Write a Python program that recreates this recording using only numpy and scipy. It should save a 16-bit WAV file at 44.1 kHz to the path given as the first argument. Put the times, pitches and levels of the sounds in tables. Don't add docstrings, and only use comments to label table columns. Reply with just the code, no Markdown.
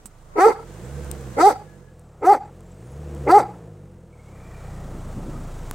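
import sys
import numpy as np
from scipy import signal
from scipy.fft import rfft, irfft, next_fast_len
from scipy.io import wavfile
from scipy.ndimage import uniform_filter1d

SR = 44100
rng = np.random.default_rng(int(sys.argv[2]) if len(sys.argv) > 2 else 0)


def master_out(mix):
    frames = np.transpose(np.atleast_2d(mix))
    ceiling = np.clip(frames, -1, 1)
    pcm = np.round(ceiling * 32767).astype(np.int16)
    wavfile.write(sys.argv[1], SR, pcm)


def rack_gain(trim_db):
    fader = np.asarray(trim_db, float)
    return 10 ** (fader / 20)


N = 253134

# t/s, level/dB
BREEZE = [(0, -72.5), (4.3, -64.5), (4.8, -53), (5.74, -48.5)]
# t/s, half length/s,
# level/dB
GUSTS = [
    (0.046, .03, -50.5),
    (4.93, 0.078, -44.5),
    (5.063, .015, -42),
    (5.173, .03, -33.5),
    (5.304, 0.08, -39),
    (5.407, 0.04, -45),
    (5.655, .07, -52),
]
# t/s, peak level/dB, thump level/dB, ring/s, left over right/dB
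TICKS = [
    (0.0576, -27, -6, 0.053, -9),
    (1.046, -36, -30, .004, 17),
    (1.1143, -19, -49, 0.0057, 19.5),
    (1.21, -38, -16, .004, 13),
    (1.995, -43, -14, 0.015, 14),
    (2.607, -40.5, -3, 0.0073, -6),
    (3.149, -38, -23.5, 0.0048, -1),
    (5.7118, -14.5, -1.5, 0.0018, -3),
]

# t/s, firing rate/Hz
FIRING_RATE = [(0.0, 27.2), (0.49, 27.2), (0.75, 50.5), (0.94, 72.5), (0.99, 72.9), (1.25, 64.7),
               (1.68, 49.6), (2.25, 32.0), (2.32, 33.9), (2.49, 45.9), (2.72, 43.2), (2.84, 59.3),
               (3.01, 76.0), (3.1, 74.3), (3.71, 52.3), (4.4, 31.4), (5.0, 28.3), (5.74, 27.4)]
# t/s, load level/dB, facing level/dB
LOAD = [(0, -63, 4.4), (.45, -51, -0.5), (.72, -41.5, 1.5), (1.05, -37, 2), (1.3, -38.5, 1.5),
        (1.45, -38.5, 2.5), (1.65, -45.5, -3), (1.9, -50, -5), (2.15, -51.5, -5.5), (2.5, -44.5, -6.5),
        (2.76, -46, -3.5), (3.01, -38, -4.5), (3.25, -33, -3.5), (3.45, -33.5, -8), (3.7, -42, -9.5),
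        (4.09, -51, -7), (4.3, -49, -1), (4.65, -43, 1.1), (5.15, -42, 2.5), (5.74, -44, 5.5)]
# f/Hz, level/dB
NOTE = [(27, 6), (33, -5.5), (44, -1), (54, -5), (62, -6), (73, 1.9)]
# f/Hz, level/dB
EXHAUST = [(55, -2), (85, -3.5), (120, -4), (150, -4), (185, -8.5), (215, -20), (350, -28), (500, -36)]
# f/Hz, level/dB per Hz
REVVED_RUMBLE = [(120, -18), (200, 2.5), (281, -12), (337, 2), (399, -6.5), (490, 3.5), (561, -9),
                 (635, -7), (736, -11), (1820, -27), (3000, -37.5), (3900, -58), (6600, -120)]
# f/Hz, level/dB per Hz
IDLE_RUMBLE = [(120, -46), (200, -4.5), (269, -10.5), (333, -1), (518, -1), (770, -3.5), (1000, -8),
               (1340, -8.5), (1610, -22.5), (3000, -38.5), (3900, -51), (6600, -120)]
# f/Hz, level/dB per Hz
HISS = [(1500, 4.5), (2500, -2.5), (4800, -7.5), (7420, -3.5), (8400, -4.5), (11200, -15), (15800, -14.5),
        (17000, -9)]
# t/s, f/Hz
TURBO = [(0, 5500), (.7, 5800), (.8, 6600), (1.0, 10800), (1.1, 11000), (1.85, 8800), (2.15, 7400),
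         (2.35, 7000), (2.48, 7700), (2.68, 7300), (2.85, 9000), (2.95, 11000), (3.02, 13000), (3.8, 9300),
         (4.3, 7700), (5.74, 5000)]
# f/Hz, width/Hz, level/dB
SPOOLING = [(9000, 6000, -73)]
# f/Hz, width/Hz, level/dB
COASTING = [(7900, 2000, -79)]
# start t/s, end t/s, f/Hz, width/Hz, level/dB
SQUEAKS = [
    (.9, 2.2, 1690, 15, -70),
    (4.125, 4.155, 2240, 120, -64),
    (4.15, 4.45, 2190, 130, -67),
    (4.3, 4.8, 2360, 130, -63),
    (4.68, 4.715, 775, 25, -45),
    (4.38, 4.85, 183, 10, -51),
    (.85, 1.2, 1550, 50, -62),
    (4.3, 5.0, 1900, 250, -63),
    (5.33, 5.38, 1250, 60, -50),
    (2.85, 3.0, 6600, 300, -70),
]
RUMBLE_DB, RUMBLE_FOLLOWS, RUMBLE_FACING = -47, 0.81, 0.24
HISS_DB, HISS_FOLLOWS, NOTE_FACING = -53.5, 0.58, 0.6

# delay t/s, level/dB
ECHOES = [
    (.075, -61.5),
    (0.111, -26.5),
    (.145, -32),
]
WALL_TILT, WALL_CUT_HZ = 0.27, 4600

# snap t/s, top pitch f/Hz, level/dB, opening level/dB, breath level/dB
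BARKS = [
    (0.487, 457.8, -15.5, -2.4, -37.5),
    (1.493, 424.1, -16.5, 6.3, -32),
    (2.334, 424.2, -16, -16, -37),
    (3.387, 429.1, -14.5, 3.2, -35.5),
]
FIRST_BARK = [(-.131, .69, -29, -26, -5, 12.5), (-.097, .7, -5.5, -6, 1.5, 6),
              (-.068, .825, -4.5, 5.5, 8, -32), (-.05, .875, -4.5, 8, 2, -22.5),
              (-.035, .925, 1, 1.5, -0.5, -36), (-.022, 1.0, 8.5, -27, -17.5, -6.5),
              (-.002, 0.97, 2.5, 0, -7.5, -18), (.015, .89, -16.5, -11, 2, 18.5),
              (.043, 0.69, -30.5, -10, 14, 14)]
# t/s, pitch as share of top, effort level/dB,
# mouth opening as octave gain/dB, fold pressing as overtone gain/dB, hoarseness level/dB
BARK = [(-.125, .645, -31, 8.5, -17, 4.5), (-.104, .665, -16.5, 3.5, -2, 18.5),
        (-.08, .78, -4, -18, 5, -3.5), (-.06, .85, -5.5, 11, -5.5, -28.5),
        (-.037, .94, -2, 8.5, -1.5, -21.5), (-.017, 1.0, -1.4, 8, -10.5, -7.5),
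        (-.003, .925, -4, 8.5, -1, -1.5), (.016, .65, -18, 7.5, 9.5, 0.5), (0.044, .5, -48.5, 24, -1, 38)]
# f/Hz, width/Hz, level/dB
THROAT = [(430, 60, 28), (763, 170, 11.5), (1284, 200, -3.5), (1560, 240, -19.5), (1793, 370, -19),
          (2080, 170, -20.5), (2460, 73, -22.5)]
# f/Hz, width/Hz, level/dB
HOARSE = [(430, 110, 5.5), (820, 210, -4), (1310, 100, -9), (1820, 850, -30), (2095, 250, -18.5),
          (2410, 340, -36)]
# f/Hz, width/Hz, level/dB
BREATH = [(3910, 1200, -7), (4664, 290, 1), (5410, 450, -8), (6090, 390, -2), (7550, 1300, -15.5),
          (8010, 1000, -5), (10200, 5600, -11.5), (14200, 2500, -20)]
OPENING_S, OPENING_RAMP_S = 0.058, 0.078
SNAP_S, SNAP_DB = 0.004, -0.5
BREATH_FOLLOWS, BREATH_PER_PRESSING, BREATH_LAG_S = 0.8, 0.64, 0.01

DUCK_DB, DUCK_AT_DB, RECOVER_DB_PER_S, DUCK_BELOW_HZ = -8, -5.5, 12.5, 294
# f/Hz, level/dB
SIDE_DB = [(30, -30), (150, -24), (300, -16), (600, -14), (1200, -5), (2500, -6), (6000, -2), (15000, -4)]
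MONO_FROM_S = 1.935


def rms_one(x):
    return x / np.sqrt(np.mean(x ** 2) + 1e-20)


def in_time(rows):
    s, *columns = np.transpose(rows)
    return [np.interp(np.arange(N) / SR, s, c) for c in columns]


def at_hz(points, hz):
    point_hz, db = np.array(points)[:, :2].T
    return np.interp(np.log(hz), np.log(point_hz), db)


def peaks(modes, hz):
    power = sum(rack_gain(db) ** 2 / (1 + (2 * (hz - top) / width) ** 2) ** 2 for top, width, db in modes)
    return np.sqrt(power)


def shaped(x, gain):
    size = next_fast_len(x.shape[-1])
    hz = np.fft.rfftfreq(size, 1 / SR) + 1
    return irfft(rfft(x, size) * gain(hz), size)[..., :x.shape[-1]]


def noise(gain):
    return rms_one(shaped(rng.standard_normal(N), gain))


def drift(rate_hz):
    slow = shaped(rng.standard_normal(N // 32 + 2), lambda hz: 1 / (1 + (hz / 32 / rate_hz) ** 2))
    return np.interp(np.arange(N) / 32, np.arange(len(slow)), rms_one(slow))


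def wind():
    t = np.arange(N) / SR
    gusts = sum(rack_gain(db) * np.exp(-((t - s) / half) ** 2) for s, half, db in GUSTS)
    level = rack_gain(in_time(BREEZE)[0]) + gusts
    lumps = rack_gain(2.6 * drift(40))
    return level * lumps * noise(lambda hz: hz / (hz + 120) / (1 + (hz / 290) ** 4))


def ticks():
    out, t = np.zeros((2, N)), np.arange(2000) / SR
    cavity = [(8330, 1700, -9.5), (12900, 16000, -24.5)]  # f/Hz, width/Hz, level/dB
    for s, db, thump_db, ring_s, pan_db in TICKS:
        knock = rng.standard_normal(len(t)) + 5.7 * (t == t[3])
        burst = shaped(knock, lambda hz: peaks(cavity, hz)) * rack_gain(-60 * t / ring_s)
        thump = rack_gain(thump_db) * np.sin(2 * np.pi * 1200 * t) * rack_gain(-60 * t / 0.0028)
        burst = burst / np.abs(burst).max() + thump
        sides = rack_gain(db + np.array([[pan_db], [-pan_db]]) / 2)
        at = round(s * SR)
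        out[:, at:at + len(t)] += (sides * burst)[:, :N - at]
    return out


def turbo():
    hz, = in_time(TURBO)
    speeding_up = np.clip(np.gradient(np.log(hz)) * SR / 1.5, 0, 1)
    spooling = uniform_filter1d(speeding_up, size=2000)
    level = spooling * peaks(SPOOLING, hz) + peaks(COASTING, hz)
    flutter = level * rack_gain(6.0 * drift(40))
    return flutter * np.sin(2 * np.pi * np.cumsum(hz * (1 + 0.02 * drift(200))) / SR)


def squeaks():
    out, t = np.zeros(N), np.arange(N) / SR
    for start, end, hz, width, db in SQUEAKS:
        swell = np.sin(np.pi * np.clip((t - start) / (end - start), 0, 1)) ** 0.5
        tone = noise(lambda f: peaks([(hz, width, 0)], f))
        out += rack_gain(db) * swell * rack_gain(2.4 * drift(16)) * tone
    return out


def engine():
    rate, = in_time(FIRING_RATE)
    orders_db, facing_db = in_time(LOAD)
    note_db = orders_db + at_hz(NOTE, rate) + NOTE_FACING * facing_db
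    rumble_db = RUMBLE_DB + RUMBLE_FOLLOWS * (orders_db + 40) + RUMBLE_FACING * facing_db
    hiss_db = HISS_DB + HISS_FOLLOWS * (orders_db + 40) + facing_db
    turn = 2 * np.pi * np.cumsum(rate * (1 + 0.00485 * drift(7.96))) / SR
    note = rack_gain(np.minimum(note_db, -32) + 2.5) * np.cos(turn)

    orders = np.zeros(N)
    for k in range(2, 12):
        level = rack_gain(at_hz(EXHAUST, k * rate) + 2.0 * drift(10))
        orders += level * np.cos(k * turn - 0.5 * k * k + 0.07 * k * drift(6))
    orders = rack_gain(orders_db + 3) * orders
    orders = orders + rack_gain(orders_db - 11) * noise(lambda hz: peaks([(103, 150, 0)], hz))

    revved = np.clip((rate - 30) / 12, 0, 1)
    rumble = np.sqrt(revved) * noise(lambda hz: rack_gain(at_hz(REVVED_RUMBLE, hz)))
    rumble = rumble + np.sqrt(1 - revved) * noise(lambda hz: rack_gain(at_hz(IDLE_RUMBLE, hz)))
    rumble = rack_gain(rumble_db + 1.5) * (1 + 0.15 * np.cos(turn - 1.2)) * rumble
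    hiss = rack_gain(hiss_db + 0.4 * drift(30)) * (1 + 0.11 * np.cos(turn))
    hiss = hiss * noise(lambda hz: rack_gain(at_hz(HISS, hz)))
    return note + orders + rumble + hiss + turbo() + squeaks()


def yard(x, tail_db, t60):
    t = np.arange(SR // 2) / SR
    shape = rack_gain(tail_db - 60 * t / t60) * np.clip(t / 0.022, 0, 1)
    shape = shape + sum(rack_gain(db - 27) * np.exp(-((t - delay) / 0.0056) ** 2) for delay, db in ECHOES)
    walls = shaped(shape * rng.standard_normal(len(t)),
                   lambda hz: (hz / 800) ** WALL_TILT / (1 + (hz / WALL_CUT_HZ) ** 4))
    scatter = rack_gain(3.0 * drift(40))
    return scatter * signal.fftconvolve(x, walls)[:N]


def ducking(bark):
    loud = np.sqrt(uniform_filter1d(bark ** 2, size=1500) + 1e-12) / rack_gain(DUCK_AT_DB)
    ramp = RECOVER_DB_PER_S * np.arange(N) / SR
    return rack_gain(ramp - np.maximum.accumulate(ramp - DUCK_DB * np.clip(loud, 0, 1)))


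def barks():
    rows, gate, t = [], 0, np.arange(N) / SR
    shapes = [FIRST_BARK, BARK, BARK, BARK]
    for shape, (snap, top_hz, level_db, opening_db, breath_db) in zip(shapes, BARKS):
        *cry, closing, end = shape
        share_at_snap = np.interp(SNAP_S, *np.transpose(shape)[:2])
        let_go = (SNAP_S, share_at_snap, closing[2] + SNAP_DB, *closing[3:])
        s, share, effort, mouth, pressing, hoarse = np.transpose([*cry, let_go, closing, end])
        effort = effort + opening_db * np.clip((-s - OPENING_S) / OPENING_RAMP_S, 0, 1)
        db = level_db + effort
        air_db = breath_db + BREATH_FOLLOWS * effort + BREATH_PER_PRESSING * pressing
        rows += zip(snap + s, top_hz * share, db, db + mouth, db + pressing, db + hoarse, air_db)
        gate = gate + ((t > snap + s[0]) & (t < snap + s[-1]))
    return *in_time(rows), gate


def dog():
    pitch, first_db, octave_db, over_db, hoarse_db, breath_db, sounding = barks()
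    turn = 2 * np.pi * np.cumsum(pitch * (1 + 0.0093 * drift(71.0))) / SR
    over = np.zeros(N)
    for k in range(3, 10):
        shimmer = rack_gain(0.3 * k * drift(40))
        over += peaks(THROAT, k * pitch) * shimmer * np.cos(k * turn + 0.354 * k * k)
    voice = rack_gain(first_db) * np.cos(turn) + rack_gain(octave_db) * np.cos(2 * turn) + rack_gain(over_db + 1) * over
    voice = np.sqrt(2) * voice
    puffs = 1 + 0.27 * np.cos(turn)
    hoarse = rack_gain(np.minimum(hoarse_db, -18)) * noise(lambda hz: peaks(HOARSE, hz))

    white, air = rng.standard_normal(N), np.zeros(N)
    for mode in BREATH:
        air += rack_gain(2.5 * drift(25)) * shaped(white, lambda hz: peaks([mode], hz))
    lag = np.exp(-1 / (BREATH_LAG_S * SR))
    stream = signal.lfilter([1 - lag], [1, -lag], sounding * rack_gain(breath_db))
    breath = stream * rack_gain(1.0 * drift(64)) * rms_one(air)
    rasp = rack_gain(over_db - 17) * noise(lambda hz: peaks(THROAT[2:], hz))

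    gate = uniform_filter1d(sounding * 1.0, size=300)
    bark = gate * (voice + puffs * (hoarse + rasp)) + puffs * breath
    return shaped(bark, lambda hz: 1 / (1 + (190 / hz) ** 8))


def scene():
    bark, motor = dog(), engine()
    bass = shaped(motor, lambda hz: 1 / (1 + (hz / DUCK_BELOW_HZ) ** 4))
    motor = motor - (1 - ducking(bark)) * bass
    mid = bark + yard(bark, tail_db=-47.5, t60=0.25) + motor + wind()
    turns = np.cumsum(rng.normal(0, 1.5, 1200))
    turns_hz = np.linspace(0, SR / 2, len(turns))
    side = shaped(mid, lambda hz: rack_gain(at_hz(SIDE_DB, hz)) * np.exp(1j * np.interp(hz, turns_hz, turns)))
    low_pass = signal.butter(1, 700, fs=SR, output="sos")
    lean = signal.sosfilt(low_pass, rack_gain(-12) * motor + rack_gain(-24) * bark)
    return mid + (side - lean) * [[1], [-1]] + ticks()


def band_limit(x):
    return signal.sosfilt(signal.butter(12, 16900, fs=SR, output="sos"), x)


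def record(dry):
    mid, side = (dry[0] + dry[1]) / 2, (dry[0] - dry[1]) / 2
    side = side * np.clip((MONO_FROM_S - np.arange(N) / SR) / 0.049, 0, 1)
    both = shaped(mid + side * [[1], [-1]], lambda hz: 1 / (1 + (hz / 15950) ** 500))
    mix = 1.647 * np.tanh(both / 1.433)
    return band_limit(mix)


dry = scene()
out = record(dry)
master_out(out)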